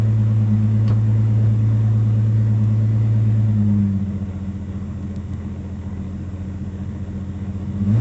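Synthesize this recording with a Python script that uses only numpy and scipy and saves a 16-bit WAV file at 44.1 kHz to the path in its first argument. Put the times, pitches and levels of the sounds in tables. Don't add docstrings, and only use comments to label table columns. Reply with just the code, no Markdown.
import sys
import numpy as np
from scipy import signal
from scipy.fft import rfft, irfft, next_fast_len
from scipy.io import wavfile
from scipy.ndimage import uniform_filter1d, map_coordinates

SR = 44100
rng = np.random.default_rng(int(sys.argv[2]) if len(sys.argv) > 2 else 0)


def unload_audio(sound):
    columns = np.transpose(np.atleast_2d(sound))
    steps = np.round(np.clip(columns, -1, 1) * 32767)
    wavfile.write(sys.argv[1], SR, steps.astype(np.int16))


N = 352932
TIME_S = np.arange(N) / SR
FAST_IDLE_RPM, SLOW_IDLE_RPM = 1100, 880


def amp(db):
    return 10 ** (np.asarray(db) / 20)


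def unit_rms(x):
    return x / np.sqrt(np.mean(x ** 2) + 1e-20)


def gain_db_at(spectrum, hz):
    knots_hz, gains_db = np.transpose(spectrum)
    return np.interp(np.log(hz + 1), np.log(knots_hz + 1), gains_db)


def wobble(knots_per_s):
    knots = rng.standard_normal(int(N * knots_per_s / SR) + 4)
    return map_coordinates(knots, [TIME_S * knots_per_s])


def filtered(x, response):
    size = next_fast_len(N + SR // 2)
    return irfft(rfft(x, size) * response(np.fft.rfftfreq(size, 1 / SR)), size)[:N]


def coloured(x, spectrum):
    return unit_rms(filtered(x, lambda hz: amp(gain_db_at(spectrum, hz))))


def noise(spectrum):
    return coloured(rng.standard_normal(N), spectrum)


def resonances(modes, hz):
    return sum(amp(db) * 1j * hz * width / (centre ** 2 - hz ** 2 + 1j * hz * width)
               for centre, width, db in modes)


def flicker(x, depth_db):
    spectra = signal.stft(x, nperseg=1024)[2]
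    field = uniform_filter1d(rng.standard_normal(spectra.shape), size=4, axis=0)
    field = uniform_filter1d(field, size=12, axis=1)
    return signal.istft(spectra * amp(depth_db * unit_rms(field)), nperseg=1024)[1][:N]


def crank_events(turns, per_turn):
    return np.flatnonzero(np.diff(np.floor(turns * per_turn)))


def speed_gain(rpm, growth_db):
    return amp(growth_db * np.log10(rpm / FAST_IDLE_RPM))


# frequency_hz, gain_db
HISS_SPECTRUM = [(20, -7), (300, 5), (3800, 2.5), (4450, -19), (5100, 2.5), (6200, 3), (7600, 7.5),
                 (8000, -15.5), (8500, -19)]

def carburettor_hiss(rpm, load_db, level_db=-61.5, load_share=1.5):
    return amp(level_db + load_share * load_db) * speed_gain(rpm, growth_db=9) * noise(HISS_SPECTRUM)


# pitch_hz, level_db
WHINE_TONES = [(943, -63), (1995, -67), (2817, -73), (4469, -85)]

def whines(rpm, drift_hz=4, flutter_db=3):
    tones = np.zeros(N)
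    for hz, db in WHINE_TONES:
        strength = amp(db + flutter_db * wobble(14))
        cycles = np.cumsum(hz + drift_hz * wobble(25)) / SR
        tones += strength * np.sin(2 * np.pi * cycles)
    return tones * speed_gain(rpm, growth_db=80)


# centre_hz, bandwidth_hz, gain_db
CABIN_AIR_MODES = [(73, 10, -23.5), (104.1, 7.3, 2), (131, 26, -7), (207, 13, -5), (304, 33, -12.5)]

def cabin_air(pushes, cutoff_hz, slope):
    return filtered(pushes, lambda hz: resonances(CABIN_AIR_MODES, hz) / (1 + (hz / cutoff_hz) ** slope))


def jolts(events):
    pushes = np.zeros(N)
    for start_s, db, *_ in events:
        pushes[round(start_s * SR)] = amp(db)
    ring = cabin_air(pushes, cutoff_hz=220, slope=4)
    return ring * pushes.max() / np.abs(ring).max()


def contacts(events, spectrum, rise_s):
    envelope = np.zeros(N)
    for start_s, db, t60_s in events:
        age_s = np.clip(TIME_S - start_s, 0, 1)
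        envelope += amp(db - 60 * age_s / t60_s) * (1 - np.exp(-age_s / rise_s))
    return envelope * noise(spectrum)


# start_s, level_db, t60_s
FITTING_TICKS = [(0.637, -49, 0.02), (1.523, -46.5, 0.019), (2.640, -43, 0.023), (5.028, -45.5, 0.014),
                 (5.162, -30.5, 0.004), (5.336, -35.5, 0.006)]
# frequency_hz, gain_db
TICK_SPECTRUM = [(300, -1), (1500, 0), (4500, -2), (7800, -1)]

def fitting_ticks():
    return contacts(FITTING_TICKS, TICK_SPECTRUM, rise_s=0.0001)


# start_s, level_db, t60_s
PANEL_KNOCKS = [(0.901, -27.5, 0.16), (1.441, -31, 0.062), (1.457, -32, 0.049)]
# frequency_hz, gain_db
KNOCK_SPECTRUM = [(100, -15.5), (400, 7.5), (800, -5), (1200, -4.5), (2000, -22.5), (4000, -27),
                  (8000, -49)]

def panel_knocks(boom_db=12):
    return contacts(PANEL_KNOCKS, KNOCK_SPECTRUM, rise_s=0.0018) + amp(boom_db) * jolts(PANEL_KNOCKS)


# start_s, level_db
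KNOB_SNAPS = [(0.878, -38.5), (0.879, -35), (0.887, -47.5), (0.898, -41)]
# frequency_hz, gain_db
KNOB_SPECTRUM = [(200, -11), (700, -0.5), (1200, 0.5), (2000, 2.5), (3000, 6.5), (3800, 1), (4800, 1),
                 (5800, -7.5), (7500, -11.5)]
# pitch_hz, gain_db, t60_s
STEM_MODES = [(1125, 0, 0.11), (1500, -2, 0.05), (2370, -9, 0.03), (2890, -4, 0.033), (3830, -6.5, 0.045),
              (4480, 0.5, 0.049), (4920, -3.5, 0.035), (5100, -4.5, 0.022), (6740, -8.5, 0.02),
              (7600, -18.5, 0.018)]

def knob(crack_db=-3, crack_t60_s=0.029, scrape_db=-42, scrape_t60_s=0.13):
    scrape = contacts([(KNOB_SNAPS[0][0], scrape_db, scrape_t60_s)], KNOB_SPECTRUM, rise_s=0.002)
    t = np.arange(SR // 5) / SR
    grit = noise(KNOB_SPECTRUM)
    clicks = np.zeros(N)
    for start_s, db in KNOB_SNAPS:
        span = slice(round(start_s * SR), round(start_s * SR) + len(t))
        ring = np.zeros(len(t))
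        for hz, mode_db, t60_s in STEM_MODES:
            decay = amp(mode_db + rng.standard_normal() - 60 * t / t60_s)
            ring += decay * np.sin(2 * np.pi * (hz * t + rng.random()))
        crack = amp(crack_db - 60 * t / crack_t60_s) * grit[span]
        clicks[span] += amp(db) * (ring / 2 + crack)
    return scrape + clicks


# frequency_hz, gain_db
INTAKE_SPECTRUM = [(120, -32.5), (270, -13.5), (340, -5), (500, -5.5), (800, -10), (1100, -10), (1600, -15),
                   (2300, -19.5), (3700, -27.5), (5000, -29), (8000, -35)]

def intake(rpm, turns, gulp_depth=0.12):
    gulps = 1 + gulp_depth * np.cos(2 * np.pi * 3 * turns)
    return unit_rms(gulps * noise(INTAKE_SPECTRUM)) * speed_gain(rpm, growth_db=65)


# frequency_hz, gain_db
VALVE_SPECTRUM = [(120, -39.5), (270, -15.5), (335, 2.5), (470, 3.5), (570, -0.5), (720, -6.5),
                  (800, -14.5), (1080, -20), (1270, -21.5), (1700, -19.5), (1950, -20), (2250, -19.5),
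                  (3700, -30.5), (4400, -44.5), (8000, -44.5)]
# centre_hz, bandwidth_hz, gain_db
ENGINE_BLOCK_MODES = [(720, 25, -1.5), (936, 17, 2), (1080, 110, -1.5), (1377, 74, -9.5), (1497, 30, -6),
                      (1855, 100, -8), (1971, 12, -4.5), (2890, 21, -13), (3480, 390, -17.5)]

def valve_gear(rpm, turns, t60_s=0.06, rise_s=0.0016, scatter_db=1.5, looseness=0.45, block_db=-9):
    starts = crank_events(turns, per_turn=6)
    t = np.arange(SR // 10) / SR
    envelope = amp(-60 * t / t60_s) * (1 - np.exp(-t / rise_s))
    rings = envelope * rng.standard_normal((12, len(t)))
    strengths = amp(scatter_db * rng.standard_normal(len(starts)))
    taps = np.zeros(N + len(t))
    for i, start in enumerate(starts):
        play = looseness * envelope * rng.standard_normal(len(t))
        taps[start:start + len(t)] += strengths[i] * (rings[i % len(rings)] + play)
    block = filtered(taps[:N], lambda hz: resonances(ENGINE_BLOCK_MODES, hz) / (1 + (hz / 3900) ** 16))
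    patter = coloured(taps[:N], VALVE_SPECTRUM) + amp(block_db) * unit_rms(block)
    return patter * speed_gain(rpm, growth_db=8)


def firing_rumble(rpm, turns, level_db=-38):
    firings = crank_events(turns, per_turn=3)
    pushes = np.zeros(N)
    pushes[firings] = rng.standard_normal(len(firings))
    rumble = unit_rms(cabin_air(pushes, cutoff_hz=340, slope=8))
    return amp(level_db) * speed_gain(rpm, growth_db=-17) * rumble


# time_s, speed_rpm
SET_SPEED = [(0, 1096), (0.38, 1092), (0.51, 1064), (0.88, 1096), (2.35, 1099), (2.7, 1084), (3.1, 1104),
             (3.45, 1088), (3.62, 1040), (3.85, 1006), (4.08, 924), (4.45, 897), (5.8, 866), (6.3, 887),
             (7.05, 882), (7.77, 910), (7.87, 972), (8, 1200)]
# start_s, jolt_db
WEAK_FIRINGS = [(4.562, -28.5), (4.83, -25), (5.171, -20.5), (5.34, -19), (6.86, -24)]

def crank(sag_rpm=25.9, sag_s=0.03, hunt_rpm=4, load_db_per_rpm_s=0.0011, smooth_s=0.053):
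    set_rpm = np.interp(TIME_S, *np.transpose(SET_SPEED))
    ages = np.array([np.maximum(TIME_S - start_s, 0) for start_s, _ in WEAK_FIRINGS]) / sag_s
    sag = sag_rpm * np.sum(ages * np.exp(1 - ages), axis=0)
    hunting = hunt_rpm * (SLOW_IDLE_RPM / set_rpm) ** 4 * wobble(14)
    rpm_per_s = uniform_filter1d(np.gradient(set_rpm) * SR, size=int(smooth_s * SR))
    return set_rpm - sag + hunting, load_db_per_rpm_s * rpm_per_s


# crank_multiple, source_level_db
ENGINE_ORDERS = [(3, -31.5), (4, -42.5), (5, -40.5), (6, -19.5), (7, -36.5), (8, -46), (9, -28.5),
                 (10, -42.5), (11, -43.5), (12, -26), (13, -33.5), (14, -44.5), (15, -36), (16, -48.5),
                 (18, -38), (20, -42.5), (21, -45.5), (24, -51), (27, -52.5), (30, -58)]
# frequency_hz, gain_db
CABIN_RESPONSE = [(40, -13.5), (75, -2), (88, -8), (102, 1.5), (110, 3.5), (130, -6.5), (172, -21.5),
                  (192, 4), (203, 9.5), (213, 4.5), (222, -12.5), (245, -18), (300, 1), (330, -10),
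                  (550, 0)]

def engine_boom(rpm, turns, lag_s=0.014, burble_db=2, waver_db=1.96, lope_db=2.5, steady_db=0.14):
    lagged_hz = np.interp(TIME_S - lag_s, TIME_S, rpm) / 60
    lope = np.sin(np.pi * turns + 2.2 * wobble(4.4)) * (SLOW_IDLE_RPM / rpm) ** 6
    throb_order, throb_db = 11.5, -39.5
    boom = np.zeros(N)
    for order, db in ENGINE_ORDERS + [(throb_order, throb_db)]:
        if order > 15:
            unsteady_db = burble_db * wobble(30)
        elif order % 6:
            unsteady_db = waver_db * wobble(9) + lope_db * lope
        else:
            unsteady_db = steady_db * wobble(9)
        cabin_db = gain_db_at(CABIN_RESPONSE, lagged_hz * order)
        phase = rng.random() * (order % 6 > 0)
        boom += amp(db + cabin_db + unsteady_db) * np.cos(2 * np.pi * (order * turns + phase))
    return np.sqrt(2) * boom * speed_gain(rpm, growth_db=38)


def scene(clatter_db=-45, valve_db=-1, intake_db=-2, load_share=1.8, cold_db=1.7, oiling_s=1.8):
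    rpm, load_db = crank()
    turns = np.cumsum(rpm) / SR / 60
    boom = amp(load_db) * engine_boom(rpm, turns) + firing_rumble(rpm, turns) + jolts(WEAK_FIRINGS)
    clatter = amp(valve_db) * valve_gear(rpm, turns) + amp(intake_db) * intake(rpm, turns)
    unoiled_db = cold_db * np.exp(-TIME_S / oiling_s)
    clatter = amp(clatter_db + unoiled_db + load_share * load_db) * flicker(clatter, depth_db=1.44)
    background = whines(rpm) + carburettor_hiss(rpm, load_db)
    dashboard = panel_knocks() + knob() + fitting_ticks()
    return (background + dashboard + clatter + boom)[None]


def record(dry, cutoff_hz=8050):
    return filtered(dry[0], lambda hz: hz < cutoff_hz)[None]


dry = scene()
out = record(dry)
unload_audio(out)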